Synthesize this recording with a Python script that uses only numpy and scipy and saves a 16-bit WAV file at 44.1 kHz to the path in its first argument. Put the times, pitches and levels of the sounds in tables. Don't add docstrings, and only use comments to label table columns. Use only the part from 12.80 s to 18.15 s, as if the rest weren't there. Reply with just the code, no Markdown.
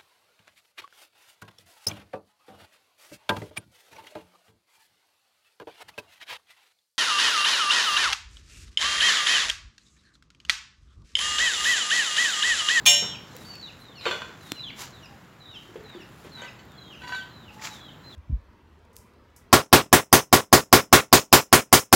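import sys
import numpy as np
from scipy import signal
from scipy.fft import rfft, irfft
from scipy.io import wavfile
from scipy.ndimage import uniform_filter1d

SR = 44100
rng = np.random.default_rng(int(sys.argv[2]) if len(sys.argv) > 2 else 0)


def level_to_linear(level):
    exponent = np.asarray(level, float) / 20
    return 10 ** exponent


def digitize_waveform(pressure):
    field = np.atleast_2d(pressure).T
    bounded = np.clip(field, -1, 1)
    quanta = np.round(bounded * 32767).astype(np.int16)
    wavfile.write(sys.argv[1], SR, quanta)


N = 235960

# start in seconds, peak in dB.
PUNCH = [
    (.0556, -26),
    (.0603, -7),
    (.222, -35),
]
CASTING_HZ = [581, 722, 820, 1048, 1244, 1550, 1852, 2085, 2250, 2411, 2530, 2827, 2912, 3010, 3124, 3270,
              3417, 3598, 3795, 3973, 4150, 4357, 5130, 5475, 6464, 6524, 6867, 7209, 7530, 7768, 8839,
              9162, 10060, 10860, 11650, 13180, 15020]
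# level in dB, t60 in seconds, rise in seconds, beats per second,
# split neighbour in dB.
CASTING = [(-27, 0.6, 0.095, 2.2, -3.5), (-24, 0.35, 0.057, 5.2, -6), (-33.5, .2, .02, 25, -4.5),
           (-33.5, 0.55, 0.002, 14, -6), (-40, 0.18, 0.0013, 16, 7), (-37.5, 1, 0.015, 12, 3),
           (-33.5, 0.9, .002, 7.7, -7.5), (-35, 1, 0.0022, 18, -3.5), (-31.5, 0.25, 0.0022, 12, -15),
           (-16, 0.27, 0.0021, 2.6, -9.5), (-43.5, 0.28, .002, 13, -12.5), (-12.5, 0.42, 0.027, 4.4, -23),
           (-23, 0.62, 0.0039, 38, -12), (-16, 0.4, 0.023, 11.2, -2), (-19, 0.57, 0.0018, 6.2, -8),
           (-27, .3, .002, 27, -9.5), (-19.5, 0.41, .004, 7.9, -1.5), (-24.5, 0.72, 0.0048, 5, -2.5),
           (-29, 0.87, .03, 9, -17.5), (-22, 0.65, 0.06, 7.8, -13.5), (-23.5, 0.116, 0.0019, 9, -14.5),
           (-33.5, 0.24, .004, 9, -21), (-43, 0.2, 0.012, 4, -24), (-9.5, 0.45, 0.06, 1.2, -2.5),
           (-19, 0.52, 0.0022, 51, 0), (-8.5, 0.28, 0.069, 11.8, -0.5), (-26, 0.42, 0.027, 9, -19.5),
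           (-19.5, 0.34, 0.017, 4, -17), (-11.5, 0.26, 0.04, 25, 2), (-29.5, 0.45, 0.0081, 7, -12),
           (-31.5, 0.27, .01, 7, -12), (-35.5, 0.4, .02, 9, -11.5), (-28.5, 0.24, .003, 11, -6.5),
           (-28, 0.27, 0.0042, 9, 5), (-31, .22, .005, 25, -7.5), (-26.5, .25, 0.012, 19, -9.5),
           (-23.5, .22, .012, 33, -15)]
# mode in Hz, level in dB, t60 in seconds.
SHEEN = [(8495, -8, .23), (9750, -12.5, .2), (8900, -6, .21), (9360, -16.5, .14), (9580, -14, 0.28),
         (10000, -10.5, .2), (10860, -4.5, 0.35), (11420, -3.5, 0.095), (12130, -9, .18), (12700, -9.5, .2),
         (13370, -1, .25), (14080, -11, .25), (14500, -8, .15), (15700, 0, .15)]
# frequency in Hz, level in dB per Hz.
CRACK = [(300, -64.5), (600, -14), (1500, -17.5), (2200, -6.5), (3300, -0.5), (4500, -7.5), (7000, -6),
         (8200, -13.5), (13000, -16.5), (16500, -14.5)]
# frequency in Hz, level in dB per Hz.
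HAZE_TOP = [(12000, -24)]
# frequency in Hz, level in dB per Hz.
CLANK = [(70, -62), (250, -8), (400, 4.5), (1200, 2), (2000, -2), (3300, -2), (5000, -20), (7600, -46),
         (8400, -20), (15000, -66)]
# start in seconds, peak in dB.
BUMPS = [(2.957, -33), (3.447, -33), (3.468, -38.5), (4.795, -50), (4.822, -43)]

# start in seconds, peak in dB, brightness in dB per octave.
LEVER_KNOCKS = [
    (1.209, -37.5, 5.5),
    (1.2545, -16.5, -2.5),
    (1.2615, -20, -3.5),
    (1.275, -25, -1),
]
# mode in Hz, level in dB, t60 in seconds.
LEVER = [(369, -11, 0.083), (476, 0, 0.038), (572, -8, 0.072), (987, -3.5, 0.13), (1157, -3.5, 0.13),
         (1400, -4, 0.11), (1550, -5.5, 0.17), (1792, -6, 0.16), (2250, -4, 0.073), (2465, 2, 0.071),
         (2710, -2.5, 0.1), (2880, -6, 0.2), (3090, -2.5, 0.25), (3503, -6, 0.25), (3740, -1, 0.18),
         (4336, 0.5, 0.07), (4830, -16, .15), (7400, -16, 0.13)]
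# start in seconds, peak in dB, brightness in dB per octave.
PIN_KNOCKS = [(1.311, -21, 1.5), (1.328, -26.5, -4), (1.419, -29, -1.5), (1.49, -38.5, -3.5)]
# mode in Hz, level in dB, t60 in seconds.
PIN = [(472, -9.5, 0.14), (607, -9.5, 0.17), (1023, -11, .12), (1160, -25, 0.061), (1437, -3, 0.12),
       (1543, -1, 0.13), (1806, -17, .15), (2470, -3.5, 0.14), (2940, -9.5, 0.51), (2990, -23, 0.37),
       (3000, -21, .15), (3400, -5, 0.24), (3510, -5, 0.26), (4130, -11.5, 0.27), (4250, -14, 0.13),
       (4430, -12, 0.1), (4740, -20, 0.46), (5900, -23, 0.28), (7133, -21, 0.25), (7600, -20, .15)]

# start in seconds, peak in dB.
NUDGES = [(3.543, -51), (3.573, -38), (3.592, -41), (3.603, -49), (3.6166, -34), (3.634, -32.5),
          (3.648, -37), (3.672, -50), (3.757, -54.5), (3.79, -42.5)]
# mode in Hz, level in dB, t60 in seconds.
HELD_BAR = [(960, -7, 0.09), (1538, -4, 0.18), (2003, -6, 0.14), (2330, -15, 0.13), (2600, -17, 0.17),
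            (3030, -8.5, 0.13), (3360, -20, .1), (3930, -19, 0.13), (4420, -23, 0.2), (4540, -17.5, 0.12),
            (5900, -24, 0.18), (6530, -18, 0.13), (7560, -23, 0.099), (8800, -31, .15)]
# start in seconds, peak in dB, brightness in dB per octave.
RATTLE = [(4.2103, -42, -4), (4.2173, -35.5, 3), (4.2302, -42, -9), (4.2352, -32.5, 1.5),
          (4.2407, -32.5, -1), (4.2726, -29.5, 1), (4.2776, -32.5, 7.5), (4.293, -27.5, 1),
          (4.316, -36, -6), (4.3205, -22, -0.5), (4.347, -22.5, 3.5), (4.389, -42, -7)]
# mode in Hz, level in dB, t60 in seconds.
FREE_BAR = [(981, -6.5, 0.18), (1532, -4, 0.42), (1914, -9, 0.34), (2306, -18, 0.18), (2605, -19, 0.51),
            (2830, -19.5, 0.85), (2990, -20, 0.86), (3390, -17.5, 0.24), (3980, -15, 0.15),
            (4400, -22, 0.16), (4600, -21.5, 0.27), (4900, -39, .3), (5620, -34, .1), (5800, -30, 0.32),
            (6550, -32, 0.15), (6800, -39, 0.33), (7160, -31, 0.3), (8400, -41, 0.24), (9930, -46, 0.2),
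            (11420, -42, 0.23), (12390, -48, 0.2)]

# start in seconds, peak in dB, centre in Hz.
THUDS = [(.035, -43, 260), (.222, -35, 192), (1.095, -42.5, 494), (2.89, -41, 359), (2.957, -27, 435),
         (3.15, -37, 354), (3.447, -38.5, 400), (.55, -37.5, 484), (2.03, -31.5, 990), (3.62, -38, 556)]
# start in seconds, peak in dB, pitch in Hz.
TINKS = [(2.497, -60, 2850), (3.147, -54, 4600), (3.643, -53, 6530), (3.787, -59.5, 4350),
         (4.272, -51, 5600)]
# start in seconds, peak in dB, centre in Hz.
SNAPS = [(3.731, -56, 10430), (4.795, -38, 1900), (4.822, -34, 2270), (4.85, -37, 2340),
         (4.872, -29.5, 2300)]
TICKS = [.264, 2.814, 2.974, 3.036, 3.095, 3.155, 3.296, 3.395, 3.535, 3.854, 3.915, 3.975, 4.135, 4.435]
# start in seconds, peak in dB, brightness in dB per octave.
CREAKS = [(.566, -50.5, 9.5), (.575, -46, 2), (.698, -54, 5), (.755, -41, 1.5), (3.92, -48, -1.5),
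          (2.66, -59, -8)]
# mode in Hz, level in dB, t60 in seconds.
CASE = [(289, -5.5, 0.033), (3450, 10, 0.0016), (5640, -4.5, 0.0061), (7480, -1.5, 0.0043),
        (12600, -9, 0.0045), (15800, -15, 0.0052)]

# peak time in seconds, swell in seconds, fade in seconds, grit in dB, dull drag
# over grit in dB.
SCUFFS = [(.6, 0.18, 0.4, -56.5, -6.5), (1.27, 0.028, 0.061, -45, 8.5), (1.335, 0.047, 0.2, -53.5, 5.5),
          (1.68, 0.092, 0.15, -58.5, -3), (2.011, 0.033, 0.071, -41.5, -5), (2.2, 0.19, 0.45, -69.5, -4.5),
          (2.8, 0.083, 0.4, -66.5, -24.5), (3.12, 0.19, 0.18, -79, 21.5), (3.441, 0.12, 0.24, -66, -16),
          (3.635, 0.067, 0.087, -64.5, 13.5), (4.34, 0.1, 0.11, -57, -5), (4.74, 0.02, 0.034, -61, -16),
          (4.852, 0.033, 0.0434, -36, -3.5), (4.94, 0.028, 0.061, -51.5, -4.5), (5.35, 0.054, .1, -63, -20)]
# peak time in seconds, swell in seconds, fade in seconds, level in dB.
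RUSTLES = [(.63, 0.084, 0.085, -60), (1.015, 0.033, 0.026, -65), (1.25, 0.051, 0.026, -63),
           (1.33, 0.028, 0.081, -64.5), (1.67, 0.066, 0.11, -60.5), (2.012, 0.032, 0.041, -48),
           (2.25, 0.24, 0.33, -77.5), (2.85, 0.13, 0.13, -74.5), (3.44, 0.23, 0.061, -67.5),
           (3.62, 0.095, 0.11, -69), (4.33, 0.15, 0.093, -66.5), (4.74, 0.018, 0.044, -67),
           (4.854, .035, 0.055, -59.5), (4.94, .03, 0.045, -63), (5.35, 0.034, .1, -74.5)]
# cloth, grit and drag in dB.
STIR_DB = (-78.5, -75.5, -61.5)
# frequency in Hz, level in dB per Hz.
CLOTH = [(6500, -34), (8300, -3), (9700, -0.5), (13000, -3.5), (15800, -6.5)]
GRIT = [(1500, -11.5), (3000, 0), (4300, 0), (7500, 0), (8300, -17)]
DRAG = [(90, -58.5), (280, -25.5), (600, 3.5), (1000, 9), (2000, 9), (3200, 0), (6000, -33)]

# start in seconds, sag in seconds, drop in seconds, pitch before the break in Hz,
# level in dB.
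PEEPS = [(0.5, 0.15, 0.12, 3750, -60.5), (1.001, 0.12, 0.082, 3540, -60), (1.593, 0.13, 0.074, 3480, -59.5),
         (2.123, 0.068, 0.073, 3515, -56), (2.59, 0.093, 0.083, 3530, -57),
         (3.031, 0.13, 0.073, 3530, -58.5), (3.518, .097, .078, 3670, -51.5),
         (3.965, 0.12, 0.068, 3650, -56.5), (4.496, 0.14, 0.071, 3740, -58.5),
         (4.986, 0.13, 0.037, 3600, -61)]
# note in dB, octave in dB.
PEEP_DROPS = [(7, 6), (8, 9), (8, 5), (3, 10), (3, 4), (4.5, 5), (2.5, 1), (7, -2), (6, -7), (2, -15)]
# start in seconds, hold in seconds, plunge in seconds, pitch at the end of the hold
# in Hz, level in dB.
CHEEPS = [(3.882, 0.037, 0.0089, 3630, -59.5), (3.933, 0.23, 0.087, 3173, -56.5),
          (4.324, 0.033, 0.071, 3860, -49), (4.895, 0.0562, 0.0133, 3760, -50),
          (4.976, 0.1, 0.02, 3270, -52.5)]
# time in seconds,
# pitch in Hz, level in dB.
FULL_CHEEPS = [
    [(.29, 3400, -53), (.322, 3225, -39.5), (.345, 2960, -40.5), (.352, 2520, -44.5), (.368, 2250, -46)],
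    [(.645, 4400, -61), (.663, 4605, -49.5), (.793, 4430, -49), (.823, 4290, -51), (.829, 4011, -37),
     (.842, 3970, -42.5), (.87, 3730, -45), (.878, 3500, -42)],
    [(.878, 2990, -48), (.89, 2830, -54), (.908, 2375, -53)],
    [(1.155, 4420, -55), (1.19, 4180, -53), (1.225, 4030, -47), (1.255, 3930, -48), (1.3, 3300, -49)],
    [(1.69, 4090, -55), (1.71, 4180, -56), (1.76, 4070, -50), (1.8, 4010, -39), (1.826, 3850, -43),
     (1.838, 3530, -42), (1.88, 3050, -41.5), (1.892, 2820, -48.5), (1.908, 2130, -41)],
    [(2.655, 3920, -54), (2.696, 3850, -52), (2.73, 3730, -49.5), (2.745, 3500, -54), (2.76, 3160, -48),
     (2.776, 3045, -47), (2.8, 2690, -57)],
    [(4.0, 6480, -71.5), (4.05, 6600, -76), (4.125, 6500, -75), (4.18, 6000, -69)],
    [(5.23, 3940, -66), (5.246, 4090, -56.5), (5.29, 4090, -52.5), (5.322, 3832, -52), (5.33, 3450, -48),
     (5.349, 3350, -55)],
]
# pitch in Hz, octave over the note in dB.
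OCTAVE = [(2450, -6.5), (2900, -18.5), (3250, -23), (3700, -29), (4200, -53)]
# time in seconds, pitch in Hz, level in dB.
HORN = [
    [(2.27, 820.4, -65), (2.32, 806, -56), (2.38, 794.8, -65)],
    [(4.7, 850, -73), (4.708, 834.4, -55), (4.852, 884, -48.5), (4.96, 840, -57)],
]
# frequency in Hz, level in dB per Hz.
STREET = [(15, -35), (25, -59.5), (43, -4.5), (137, 3), (557, -10.5), (1150, -11.5), (1680, -13.5),
          (2390, -24), (3880, -21.5), (4950, -28.5), (6140, -34), (7420, -26.5), (8490, -48),
          (13100, -34.5), (15800, -36.5)]
# time in seconds, level in dB.
STREET_SWELL = [(0, 7), (0.998, 0), (2.2, 1.4), (2.55, -2), (2.85, -0.4), (3.4, 1.4), (4.0, 0.6),
                (4.75, 1.5), (5.35, 1.5)]
# frequency in Hz, t60 in seconds.
SHOP_T60 = [(300, 0.4), (3000, 0.47), (14000, 0.34)]


def casting(s):
    t, out = np.arange(SR) / SR, np.zeros(N)
    starts = rng.uniform(0, 2 * np.pi, len(CASTING))
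    for hz, (level_db, t60, rise, beats, twin_db), start in zip(CASTING_HZ, CASTING, starts):
        mode = np.sin(2 * np.pi * hz * t + start)
        twin = level_to_linear(min(twin_db, 0)) * np.sin(2 * np.pi * (hz + beats) * t + start)
        decay = level_to_linear(level_db - 60 * t / min(t60, .75) - 56.5 * t ** 2)
        out[int(s * SR):][:SR] += decay * (1 - np.exp(-t / rise)) * (mode + twin)
    return out


def ringing_press():
    return casting(PUNCH[1][0]) + struck(PUNCH[1:2], SHEEN, -24.0, 0, .35)


def cracking_steel():
    tear = burst(PUNCH[:1], CRACK, -0.5, 0.055)
    snap = burst(PUNCH[1:2], CRACK, -10.5, 0.044)
    haze = burst(PUNCH[1:2], CRACK[:8] + HAZE_TOP, -12, 0.24)
    slug = burst(PUNCH[2:], CLANK, 0, 0.21)
    bumps = burst(BUMPS, CLANK, -14, 0.099)
    return tear + snap + haze + slug + bumps


def clanking_lever():
    out = struck(LEVER_KNOCKS, LEVER, -10.0, 2.2, 0.19)
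    out += struck(PIN_KNOCKS, PIN, -9.5, 1.4, 0.5)
    out += burst(LEVER_KNOCKS + PIN_KNOCKS, CLANK, -16.0, 0.13)
    return out * level_to_linear(3.0 * drift(99))


def loose_bar():
    drag = struck(RATTLE[:8], FREE_BAR, -4.5, 2.0, .6)
    drag *= level_to_linear(-14 * ramp(4.318, .004))
    slam = struck(RATTLE[9:10], FREE_BAR, -4, 0, 0.84)
    bounces = struck(RATTLE[10:], FREE_BAR[3:], -5.5, 2.0, 0.82)
    return drag + slam + bounces


def rattling_bar():
    out = loose_bar() + struck(NUDGES, HELD_BAR, -5, 4, 0.12)
    out += burst(RATTLE + NUDGES, CLANK, -15.5, 0.054)
    fingers_db = -13 * ramp(4.425, 0.03)
    return out * level_to_linear(1.24 * drift(69) + fingers_db)


def near_handling():
    ticks = pops([(s, -50, 13000) for s in TICKS], 3.47, 0)
    tap = struck([(1.7194, -19)], CASE, 0, 0, .05, 0)
    creaks = struck(CREAKS, CASE[1:], 0, 3, .05, 0)
    return pops(SNAPS, 25.2, 0) + ticks + tap + creaks


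def thuds_and_tinks():
    return pops(THUDS, 16.6, 0) + pops(TINKS, 250, 0)


def scuffs():
    *when, grit_db, weight_db = np.transpose(SCUFFS)
    cloth = strokes(*np.transpose(RUSTLES))
    gains = cloth, strokes(*when, grit_db), strokes(*when, grit_db + weight_db)
    shared, out = drift(120), 0
    for gain, stir_db, colour in zip(gains, STIR_DB, (CLOTH, GRIT, DRAG)):
        grains = rng.standard_normal(N) * level_to_linear(1.6 * shared)
        out = out + (gain + level_to_linear(stir_db)) * coloured(grains, colour)
    return out


def strokes(s, swell_s, fade_s, peak_db):
    t = np.arange(0, N + 64, 64) / SR - s[:, None]
    away = np.abs(t) / np.where(t < 0, swell_s[:, None], fade_s[:, None])
    gain = level_to_linear(peak_db[:, None] - 11.5 * away ** 1.5).sum(axis=0)
    return np.interp(np.arange(N) / 64, np.arange(len(gain)), gain)


def peep(s, sag_s, drop_s, knee_hz, level_db, note_db, octave_db):
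    top_hz, break_s = 4300, 0.015
    shelf_s = max(0.68 * drop_s, break_s + .001)
    steps = [0, .2 * sag_s, sag_s, sag_s + break_s, sag_s + shelf_s, sag_s + drop_s]
    hz = [top_hz, top_hz - .35 * (top_hz - knee_hz), knee_hz, 3100, 2850, 2417]
    shape_db = np.array([-8, 0, 0, -11, note_db, note_db - 4])
    shut_db = -18 * (np.arange(6) < 4)
    return with_octave(s + np.array(steps), hz, level_db + shape_db, octave_db + shut_db)


def cheep(s, hold_s, plunge_s, knee_hz, level_db):
    dive_s, attack_s = .08, .012
    after = np.array([-hold_s, min(attack_s - hold_s, -hold_s / 2), 0, min(dive_s, 1.3 * plunge_s), plunge_s])
    fall_hz_per_s = np.where(after < 0, .06 * knee_hz / hold_s, 12000)
    hz = knee_hz - fall_hz_per_s * after
    hz -= 36000 * np.maximum(after - dive_s, 0)
    shape_db = np.array([-12, -6, 0, -1, -10])
    return with_octave(s + hold_s + after, hz, level_db + shape_db, -5)


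def with_octave(s, hz, level_db, octave_db=0):
    return np.transpose([s, hz, level_db, level_db + octave_db + at_hz(OCTAVE, hz)])


def two_birds():
    first = whistle([peep(*call, *drop) for call, drop in zip(PEEPS, PEEP_DROPS)], 3.2, wobble=.007)
    second = whistle([cheep(*call) for call in CHEEPS], 3.5, wobble=.007)
    full = whistle([with_octave(*np.transpose(call), -5) for call in FULL_CHEEPS], 2, wobble=.005)
    return first + second + full


def far_horn():
    return whistle(HORN, 2.9, wobble=0.0034)


def street():
    noise = coloured(rng.standard_normal(N), STREET)
    low = signal.sosfilt(signal.butter(2, 300, fs=SR, output="sos"), noise)
    swell_db = np.interp(np.arange(N) / SR, *np.transpose(STREET_SWELL))
    return level_to_linear(-50.5 + swell_db) * (noise + low * (level_to_linear(0.5 * drift(6.0)) - 1))


def workshop(x):
    t, echoes = np.arange(SR) / SR, 0
    edges = np.geomspace(100, 17000, 8)
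    for low, high in zip(edges, edges[1:]):
        band_pass = signal.butter(2, [low, high], "band", fs=SR, output="sos")
        band = signal.sosfilt(band_pass, rng.standard_normal(SR))
        echoes = echoes + band * level_to_linear(-60 * t / at_hz(SHOP_T60, np.sqrt(low * high)))
    echoes = echoes * np.clip(t / 0.0056, 0, 1)
    return signal.fftconvolve(x, echoes / np.sqrt(np.sum(echoes ** 2)))[:N]


def struck(hits, modes, trim_db, scatter_db, longest, contact_s=.004):
    hits, out = np.array(hits), np.zeros(N)
    at = (hits[:, 0] * SR).astype(int)
    first, last = at.min(), min(at.max() + SR, N)
    luck = rng.standard_normal((len(hits), len(modes)))
    late = (rng.random(luck.shape) ** 2 * contact_s * SR).astype(int)
    bright = hits[:, 2] if hits.shape[1] > 2 else 0
    for k, (hz, level_db, t60) in enumerate(modes):
        clicks = np.zeros(last - first)
        tilt_db = bright * np.log2(hz / 2000)
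        blow_db = hits[:, 1] + level_db + trim_db + tilt_db + scatter_db * luck[:, k]
        clicks[at - first + late[:, k]] = (-1) ** k * level_to_linear(blow_db)
        soft = np.exp(-2 * np.pi * 2 * hz / SR)
        contact = signal.lfilter([(1 - soft) ** 2], [1, -2 * soft, soft ** 2], clicks)
        twin = ring(contact, hz * (1 + 0.0047 * np.cos(2 * k)), min(t60, longest))
        out[first:last] += ring(contact, hz, min(t60, longest)) + level_to_linear(-18) * twin
    return out


def ring(clicks, hz, t60):
    r, w = level_to_linear(-60 / (t60 * SR)), 2 * np.pi * hz / SR
    return signal.lfilter([0, np.sin(w)], [1, -2 * r * np.cos(w), r * r], clicks + 1e-18)


def burst(hits, spectrum, trim_db, t60):
    clicks = np.zeros(N)
    clicks[[int(h[0] * SR) for h in hits]] = [level_to_linear(h[1] + trim_db) for h in hits]
    glow = signal.lfilter([1], [1, -level_to_linear(-60 / (t60 * SR))], clicks + 1e-18)
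    return glow * coloured(rng.standard_normal(N), spectrum)


def pops(events, turns, trim_db):
    out, contact = np.zeros(N), rng.standard_normal((len(events), 24))
    for (s, peak_db, hz), grain in zip(events, contact):
        at = int(s * SR)
        kick = np.r_[1, .3 * np.diff(grain), np.zeros(4000)]
        out[at:at + len(kick)] += level_to_linear(peak_db + trim_db) * ring(kick, hz, turns / hz)
    return out


def whistle(calls, rough_db, wobble):
    t, out = np.arange(N) / SR, np.zeros(N)
    flutter = level_to_linear(rough_db * (0.86 * drift(81) + 0.77 * drift(41)))
    waver = 1 + wobble * drift(160)
    for rows in calls:
        s, hz, *partials_db = np.transpose(rows)
        on = (t >= s[0]) & (t < s[-1])
        edge = np.clip(np.minimum(t[on] - s[0], s[-1] - t[on]) / 0.00046, 0, 1)
        phase = 2 * np.pi * np.cumsum(np.interp(t[on], s, hz) * waver[on]) / SR
        for k, level_db in enumerate(partials_db):
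            level = np.sqrt(2) * edge * level_to_linear(np.interp(t[on], s, level_db))
            out[on] += level * np.sin((k + 1) * phase)
    return out * flutter


def ramp(start_s, takes_s):
    return np.clip((np.arange(N) / SR - start_s) / takes_s, 0, 1)


def rms_one(x):
    return x / np.sqrt(np.mean(x ** 2) + 1e-20)


def at_hz(points, hz):
    table_hz, values = np.transpose(points)
    return np.interp(np.log(hz), np.log(table_hz), values)


def coloured(x, spectrum):
    hz = np.maximum(np.arange(len(x) // 2 + 1) * SR / len(x), 1)
    return rms_one(irfft(rfft(x) * level_to_linear(at_hz(spectrum, hz)), len(x)))


def drift(rate):
    r = np.exp(-80 * np.pi * rate / SR)
    slow = signal.lfilter([1], [1, -2 * r, r * r], rng.standard_normal(N // 40 + 2002))[2000:]
    return np.interp(np.arange(N) / 40, np.arange(len(slow)), rms_one(slow))


def scene():
    ringing, crack = ringing_press(), cracking_steel()
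    lever, bar = clanking_lever(), rattling_bar()
    near, thuds = near_handling(), thuds_and_tinks()
    birds, horn = two_birds(), far_horn()
    wet = level_to_linear(-10) * ringing + level_to_linear(-4) * crack + level_to_linear(-6) * (lever + bar)
    wet += level_to_linear(-21) * near + level_to_linear(-1.5) * thuds + level_to_linear(-4) * birds
    direct = ringing + crack + lever + bar + near + thuds + birds + horn
    return (direct + workshop(wet) + scuffs() + street())[None]


def sudden_top(x):
    low = irfft(rfft(x) * (np.arange(N // 2 + 1) * SR / N < 15870), N)
    power = uniform_filter1d((x - low) ** 2, size=256)
    leaps = (power > 30 * np.roll(power, 700, axis=-1)) & (power > 1e-7)
    return low + (x - low) * np.clip(4 * uniform_filter1d(leaps * 1., size=400), 0, 1)


def band_limit(x):
    return signal.sosfilt(signal.butter(12, 17150, fs=SR, output="sos"), x)


def record(dry):
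    limited = .95 * np.tanh(dry / .95)
    cut = signal.sosfilt(signal.cheby2(12, 70, 17300, fs=SR, output="sos"), limited)
    cut = signal.sosfilt(signal.butter(3, 50, "high", fs=SR, output="sos"), cut)
    return band_limit(sudden_top(cut))


dry = scene()
out = record(dry)
digitize_waveform(out)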